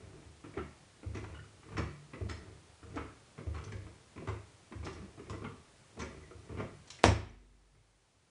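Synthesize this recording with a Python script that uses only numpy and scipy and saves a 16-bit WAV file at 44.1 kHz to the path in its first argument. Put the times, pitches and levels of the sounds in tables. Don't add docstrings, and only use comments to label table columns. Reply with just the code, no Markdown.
import sys
import numpy as np
from scipy import signal
from scipy.fft import rfft, irfft
from scipy.io import wavfile
from scipy.ndimage import uniform_filter1d

SR = 44100
rng = np.random.default_rng(int(sys.argv[2]) if len(sys.argv) > 2 else 0)


def invert_db(level):
    return 10 ** (np.asarray(level, dtype=float) / 20)


def int16_out(signal):
    q = np.round(np.clip(np.atleast_2d(signal).T, -1, 1) * 32767)
    wavfile.write(sys.argv[1], SR, q.astype(np.int16))


N = 366010

# pitch_hz, level_db [dB per Hz]
HISS_SPECTRUM = [(25, -2.5), (81, -1.5), (127, 0.5), (196, -8), (490, -9.5), (1620, -15.5), (9600, -22),
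                 (10900, -30.5)]
HISS_LEVEL_DB = -61.5
# pitch_hz, decay_s [to -60 dB]
ROOM_DECAY = [(60, 0.97), (250, 0.27), (1000, 0.48), (3000, 0.53), (6000, 0.41), (10000, 0.4)]
# pitch_hz, level_db
CASING_COLOUR = [(200, -2.5), (700, 0.06), (1200, 1), (2000, 6), (3200, 3.5), (5000, 3.5), (7500, 5.5),
                 (10000, -2.5)]

# pitch_hz, level_db, decay_s [to -60 dB]
BOARD_MODES = [(75.5, 0, .4), (103, 0, .4), (146, 0, .3), (188, -3, .25)]
FRAME_MODES = [(253.5, 1, 0.13), (267.8, -20, 0.034), (314.9, 4.5, 0.16), (329, -6.5, 0.047),
               (373.3, 7.5, 0.15), (432.3, 5.5, 0.11), (455.5, -11, 0.021), (535.3, -6.5, 0.22),
               (636, 0, 0.082), (776, -7, 0.014)]
STEEL_MODES = [(850, -1.5, 0.011), (1083, -1.5, 0.018), (1201, -1, 0.027), (1328, -4.5, 0.026),
               (1500, -8, 0.012), (1798, -3, .008), (2000, -1, .012), (2254, -1, 0.011),
               (2500, -4.5, 0.0076), (2900, -8, 0.011), (3300, -11, 0.0027)]
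PIN_MODES = [(3700, -2, .003), (4300, -2, .003), (4900, -3, .003), (5450, -3, .007), (6100, -2, .004),
             (6900, -3, .0025), (7800, -4, .004), (8900, -6, .002)]

# start_s, level_db, pitch_hz [favoured by the
FLOOR_PUSHES = [(.566, -37, 77), (1.054, -32, 86.5), (1.153, -40.5, 92), (1.746, -37, 109),
                (1.777, -31.5, 89.5), (1.78, -35.5, 147), (2.205, -30, 90), (2.296, -36.5, 90),
                (3.460, -28.5, 78), (3.55, -41, 71), (3.660, -36, 110), (3.738, -38, 84), (3.809, -41, 94),
                (4.276, -30.5, 96), (4.747, -38, 89), (4.789, -36.5, 81.5), (4.994, -46, 157),
                (5.294, -38.5, 97), (5.439, -41.5, 120), (5.988, -39, 72), (6.581, -36.5, 117),
                (7.041, -18.5, 86), (7.071, -11.5, 90),
                (0.023, -44.5, 103), (.13, -49, 108), (0.247, -47, 82.5), (.436, -45.5, 124),
                (.62, -44.5, 150), (.798, -54, 149), (1.312, -41, 90), (1.377, -45.5, 110),
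                (2.472, -47.5, 80.6), (2.826, -43.5, 89), (2.964, -37, 78), (3.049, -58, 70),
                (3.376, -43, 129), (4.168, -46, 106), (5.171, -50, 110), (6.169, -58, 100),
                (6.341, -44, 90), (6.494, -41.5, 103), (6.718, -51, 148), (7.751, -50, 108),
                (8.15, -58.5, 72), (2.68, -55, 80), (5.551, -56, 78)]
SPOT_DB = 74.5

# start_s, pitch_hz, level_db, decay_s, rise_per_s [pitch factor]
PINGS_LEFT = [(.573, 1333, -44.5, 0.27, .007), (1.345, 1450, -52, 0.39, 0.107),
              (1.345, 2900, -60.5, 0.63, .1), (1.39, 1830, -57, .2, 0.011), (1.777, 5400, -47, 0.094, .059),
              (1.881, 144.5, -47.5, 1.2, .038), (2.31, 5200, -54, 0.27, 0.038), (3.061, 144, -62, 0.54, 0),
              (3.548, 4300, -54, 0.1, .015), (3.638, 6160, -52.5, 0.12, 0.11),
              (6.220, 1990, -62, 0.55, 0.12), (7.045, 47.66, -33, 2, 0.013),
              (7.044, 241.4, -31.5, 0.8, .017), (7.047, 5650, -35.5, .25, 0),
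              (7.052, 5270, -40.5, .28, 0.012), (7.055, 7950, -44.5, 0.1475, 0),
              (7.297, 6000, -45, 0.023, 0.069), (5.015, 200.5, -42.5, 0.24, 0.056)]
# start_s, pitch_hz, level_db, decay_s
STEADY_PINGS = [(.569, 390, -28.5, 0.11), (.593, 370, -30.5, .13), (1.79, 570, -47, .25),
                (2.25, 200, -42.5, 0.21), (4.2, 156, -42.5, .3), (4.29, 1060, -46.5, 0.21),
                (5.445, 2150, -50.5, 0.18), (6.6, 640, -39.5, 0.23), (5.444, 1400, -45, 0.19),
                (2.29, 1350, -51, .25), (7.043, 195, -30, 0.37), (5.195, 400, -43, .15),
                (7.06, 5480, -44, .45), (4.866, 385, -37, .15), (6.494, 420, -46.5, .3),
                (6.003, 4250, -50, .08), (6.018, 5900, -49, 0.074)]

# start_s, hold_s, effort_db
ARM_STROKES = [(0, 0.19, -54), (.5, 0.087, -62), (1.157, 0.17, -50.5), (1.746, 0.078, -47.5),
               (2.2, 0.29, -54), (2.965, 0.013, -46), (3.546, 0.27, -52), (4.287, 0.032, -59),
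               (4.88, 0.13, -50.5), (5.25, 0.19, -56), (6.035, 0.15, -51.5), (6.545, 0.067, -48),
               (7.15, .08, -57), (7.406, 0.35, -67.5)]
RISE_DB_S, FALL_DB_S, DRAG_FRAME_DB, DRAG_FLOOR_DB = 146, 94, -3, 1

# start_s, steel_db, frame_db, chatter_s
SLACK_TAKEN = [(.44, -46.5, -41, 0.014), (1.031, -48, -40, 0.007), (1.683, -46, -48, .014),
               (1.718, -42, -43, 0.021), (2.134, -41, -38.5, 0.013), (2.829, -48.5, -45, 0.01),
               (3.377, -43.5, -38.5, .025), (4.175, -43.5, -41.5, 0.016), (4.722, -41, -40.5, 0.0087),
               (5.175, -51, -41, .012), (5.969, -49, -38.5, 0.01), (6.492, -47, -39, 0.026)]
# start_s, steel_db, frame_db
LOOSE_RATTLES = [(.226, -53.5, -48.5), (.595, -48, -44), (.648, -52, -56), (1.063, -49, -49),
                 (1.241, -40, -68), (1.345, -49, -52), (1.631, -49, -55.5), (2.21, -68, -34),
                 (2.315, -38, -56), (3.017, -51, -56), (3.467, -51, -36.5), (3.678, -47.5, -46),
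                 (3.866, -49, -47.5), (4.160, -49.5, -40.5), (4.217, -49, -38.5), (4.308, -61, -50),
                 (4.712, -60, -42), (5.018, -48, -47), (5.193, -48, -42), (5.269, -55, -77),
                 (6.309, -48, -42.5), (6.62, -49, -31.5), (7.749, -53.5, -52), (0.139, -54, -47.5),
                 (1.44, -53.5, -58)]
# start_s, steel_db, frame_db, pin_db
LEVER_STOPS = [(0.566, -51, -38, -66), (.574, -33.5, -31.5, -68), (1.148, -39, -31, -47.5),
               (1.169, -39.5, -49, -47), (1.768, -32.5, -42, -46), (1.779, -28, -27.5, -38.5),
               (1.789, -34.5, -31.5, -61), (2.958, -43.5, -30, -46.5), (2.971, -32, -56, -70),
               (3.578, -40, -47.5, -54), (3.639, -49, -49, -44), (4.272, -33.5, -29.5, -49.5),
               (4.285, -34, -36.5, -47.5), (4.865, -34, -41, -75), (5.297, -38.5, -37.5, -41.5),
               (5.328, -40.5, -35.5, -72), (5.419, -44, -34, -65), (5.443, -35.5, -36.5, -63),
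               (6.598, -37.5, -55, -57)]
# start_s, steel_db, frame_db, pin_db
JOINT_GRINDS = [(2.286, -39.5, -41, -48), (3.543, -41.5, -43.5, -55), (4.828, -46, -41, -60),
                (4.847, -43.5, -37, -42), (5.992, -35.5, -39, -41), (6.573, -40.5, -30, -60)]
# start_s, steel_db, frame_db, pin_db
PART_SNAPS = [(0.539, -51, -44.5, -70), (1.82, -52, -55, -57), (2.296, -37, -37.5, -38),
              (2.946, -53, -46, -62), (3.720, -41.5, -41, -47), (4.93, -62, -63, -47.5),
              (6.016, -35.5, -35.5, -50), (6.874, -55, -67.5, -49.5), (6.903, -53.5, -72, -36),
              (6.988, -48.5, -52, -54)]
# start_s, steel_db, frame_db, pin_db, bright_hz [brightest steel]
JACK_CRASH = [
    (7.0413, -27.5, -20.5, -23, 797),
    (7.054, -25.5, -26.5, -24, 2500),
    (7.062, -26.5, -22, -36, 900),
    (7.076, -21, -20, -27, 2900),
]
DULL_HZ, BRIGHT_HZ = 1260, 2220
STOP_S, GRIND_S, SNAP_S, RATTLE_S, CRASH_S = 0.0099, 0.025, 0.009, 0.0062, 0.02
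QUIET_PIN_DB = -18

# start_s, peak [full scale 1], push_s
CRACK_PUSHES = [
    (7.0405, 0.12, 0.000031),
    (7.0407, 0.4, 0.00022),
    (7.0447, 0.09, 0.00052),
    (7.0462, 0.059, .00025),
    (7.0501, -0.1, 0.00041),
    (7.0576, 0.069, 0.00058),
    (7.0653, .1, 0.0002),
    (7.068, 0.011, 0.00013),
]


def evened(x):
    return x / np.sqrt(np.mean(x ** 2) + 1e-20)


def read(points, hz):
    point_hz, value = np.transpose(points)
    return np.interp(np.log(hz + 1), np.log(point_hz + 1), value)


def add(mix, start_s, sound):
    part = mix[round(start_s * SR):][:len(sound)]
    part += sound[:len(part)]


def ring(modes, extra_db=0, seconds=0.37):
    hz, db, decay_s = np.array(modes).T[:, :, None]
    t = np.arange(round(seconds * SR)) / SR
    level = invert_db(db + np.reshape(extra_db, (-1, 1)) - 60 * t / decay_s)
    x = (level * np.sin(2 * np.pi * hz * t)).sum(0)
    return x / abs(x).max()


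def hiss():
    hz = np.fft.rfftfreq(N, 1 / SR)
    spectrum = rfft(rng.standard_normal(N)) * invert_db(read(HISS_SPECTRUM, hz))
    return invert_db(HISS_LEVEL_DB) * evened(irfft(spectrum, N))


def boards():
    out = np.zeros(N)
    swell = 1 - np.exp(-np.arange(SR // 2) / SR / 0.014)
    rings = [ring([mode], 0, 0.5) * (-1) ** k * swell for k, mode in enumerate(BOARD_MODES)]
    for start_s, level_db, spot_hz in FLOOR_PUSHES:
        for mode, x in zip(BOARD_MODES, rings):
            off_spot_db = np.minimum(SPOT_DB * np.log(mode[0] / spot_hz) ** 2, 26)
            add(out, start_s, invert_db(level_db - off_spot_db) * x)
    return out


def pings():
    out, t = np.zeros(N), np.arange(SR) / SR
    onset = 1 - np.exp(-t / 0.0027)
    for start_s, hz, db, decay_s, rise in PINGS_LEFT + [(*row, 0) for row in STEADY_PINGS]:
        waver, flutter = uniform_filter1d(rng.standard_normal((2, len(t))), 200)
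        pitch_hz = hz * (1 + abs(rise) * t + 0.02 * evened(waver))
        tone = np.sin(2 * np.pi * np.cumsum(pitch_hz) / SR)
        tone *= 1 + 0.8 * (hz > 480) * evened(flutter)
        add(out, start_s, invert_db(db - 60 * t / decay_s) * tone * onset)
    return out


def drag():
    t, effort = np.arange(N) / SR, np.zeros(N)
    for start_s, hold_s, effort_db in ARM_STROKES:
        rise_db = RISE_DB_S * np.maximum(start_s - t, 0)
        fall_db = FALL_DB_S * np.maximum(t - start_s - hold_s, 0)
        effort += invert_db(effort_db - rise_db - fall_db)
    slips = rng.standard_normal(N) * (rng.random(N) < 900 / SR)
    body = np.convolve(ring(FRAME_MODES) + 0.62 * ring(STEEL_MODES), np.hanning(16))
    frame = signal.oaconvolve(slips, body)[:N]
    floor = signal.oaconvolve(slips, ring(BOARD_MODES))[:N]
    return effort * (invert_db(DRAG_FRAME_DB) * evened(frame) + invert_db(DRAG_FLOOR_DB) * evened(floor))


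def knock(rows):
    out, t = np.zeros(N), np.arange(3000) / SR
    steel_hz = np.array(STEEL_MODES)[:, 0]
    for start_s, steel_db, frame_db, pin_db, bright_hz, chatter_s in rows:
        place, contact = rng.standard_normal((6, 15)), rng.standard_normal((2, 3000))
        touch = contact[0] * (contact[1] > 1.3)
        touch *= np.exp(-t / max(chatter_s, 1e-4)) * (1 - np.exp(-t / 0.0013))
        touch[0] = 1.0
        near_db = 8.0 * np.exp(-(np.log(steel_hz / bright_hz) / 0.55) ** 2)
        parts = ((STEEL_MODES, steel_db, 14), (FRAME_MODES, frame_db, 40), (PIN_MODES, pin_db, 5))
        for k, (modes, level_db, touch_samples) in enumerate(parts):
            loaded = np.array(modes)
            loaded[:, 0] *= 1 + 0.025 * place[k + 3, :len(modes)]
            spot_db = 2.6 * place[k, :len(steel_hz)] + near_db * (k == 0)
            body = np.convolve(ring(loaded, spot_db[:len(modes)], 0.1), np.hanning(touch_samples))
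            x = signal.fftconvolve(touch, body)
            add(out, start_s, invert_db(level_db) * x / abs(x).max())
    return out


def clanks():
    rows = [(*row, DULL_HZ, STOP_S) for row in LEVER_STOPS]
    rows += [(*row, DULL_HZ, GRIND_S) for row in JOINT_GRINDS]
    rows += [(*row, BRIGHT_HZ, SNAP_S) for row in PART_SNAPS]
    rows += [(*row, CRASH_S) for row in JACK_CRASH]
    slack = list(SLACK_TAKEN) + [(*row, RATTLE_S) for row in LOOSE_RATTLES]
    for start_s, steel_db, frame_db, chatter_s in slack:
        rows.append((start_s, steel_db, frame_db, steel_db + QUIET_PIN_DB, DULL_HZ, chatter_s))
    return knock(rows)


def crack():
    out, t = np.zeros(N), np.arange(600) / SR
    for start_s, peak, push_s in CRACK_PUSHES:
        u = t / push_s
        add(out, start_s, 1.64 * peak * np.sin(1.6 * u ** 0.68) * np.exp(-(u / 5.84) ** 3))
    rubber = invert_db(-38) * rng.standard_normal(240)
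    add(out, CRACK_PUSHES[0][0] - 0.0055, rubber)
    return out


def room(x):
    out, at = np.zeros(N), np.arange(120, SR // 2 - 20, 20)
    for k in range(3):
        taps = np.zeros(SR // 2)
        taps[at + rng.integers(0, 20, len(at))] = rng.choice([-1., 1.], len(at))
        hz, t, z = signal.stft(taps, SR, nperseg=256)
        decay = invert_db(-60 * t / read(ROOM_DECAY, hz)[:, None])
        tail = signal.istft(z * decay, SR, nperseg=256)[1]
        share = np.sqrt(2 / 3) * np.cos(2 * np.pi * (23 * np.arange(N) / SR + k / 3))
        out += signal.fftconvolve(x * share, tail / np.linalg.norm(tail))[:N]
    return out


def through_casing(x):
    grid = np.linspace(0, 1, 128)
    gain = invert_db(2 * read(CASING_COLOUR, grid * SR / 2))
    return signal.oaconvolve(x, signal.minimum_phase(signal.firwin2(255, grid, gain)))[:N]


def scene():
    knocks, slip = clanks(), crack()
    wet = room(invert_db(-2.0) * knocks + invert_db(1.0) * slip)
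    near = invert_db(-1.0) * knocks + slip + wet + drag()
    return (through_casing(near) + pings() + boards() + hiss())[None]


def roll_off(x):
    return signal.sosfilt(signal.butter(12, 11370, fs=SR, output="sos"), x)


def record(dry):
    thin = signal.sosfilt(signal.butter(3, 48, "high", fs=SR, output="sos"), dry)
    t = np.arange(N) / SR - CRACK_PUSHES[1][0]
    cut_db = (t > 0) * (1 - np.exp(-np.abs(t) / 0.039)) * (11.0 - 1.9 * t)
    edge = signal.firwin(201, 10800, window=("kaiser", 8), fs=SR)
    finished = signal.oaconvolve(thin * invert_db(-cut_db), edge[None], "same")
    return roll_off(finished)


dry = scene()
out = record(dry)
int16_out(out)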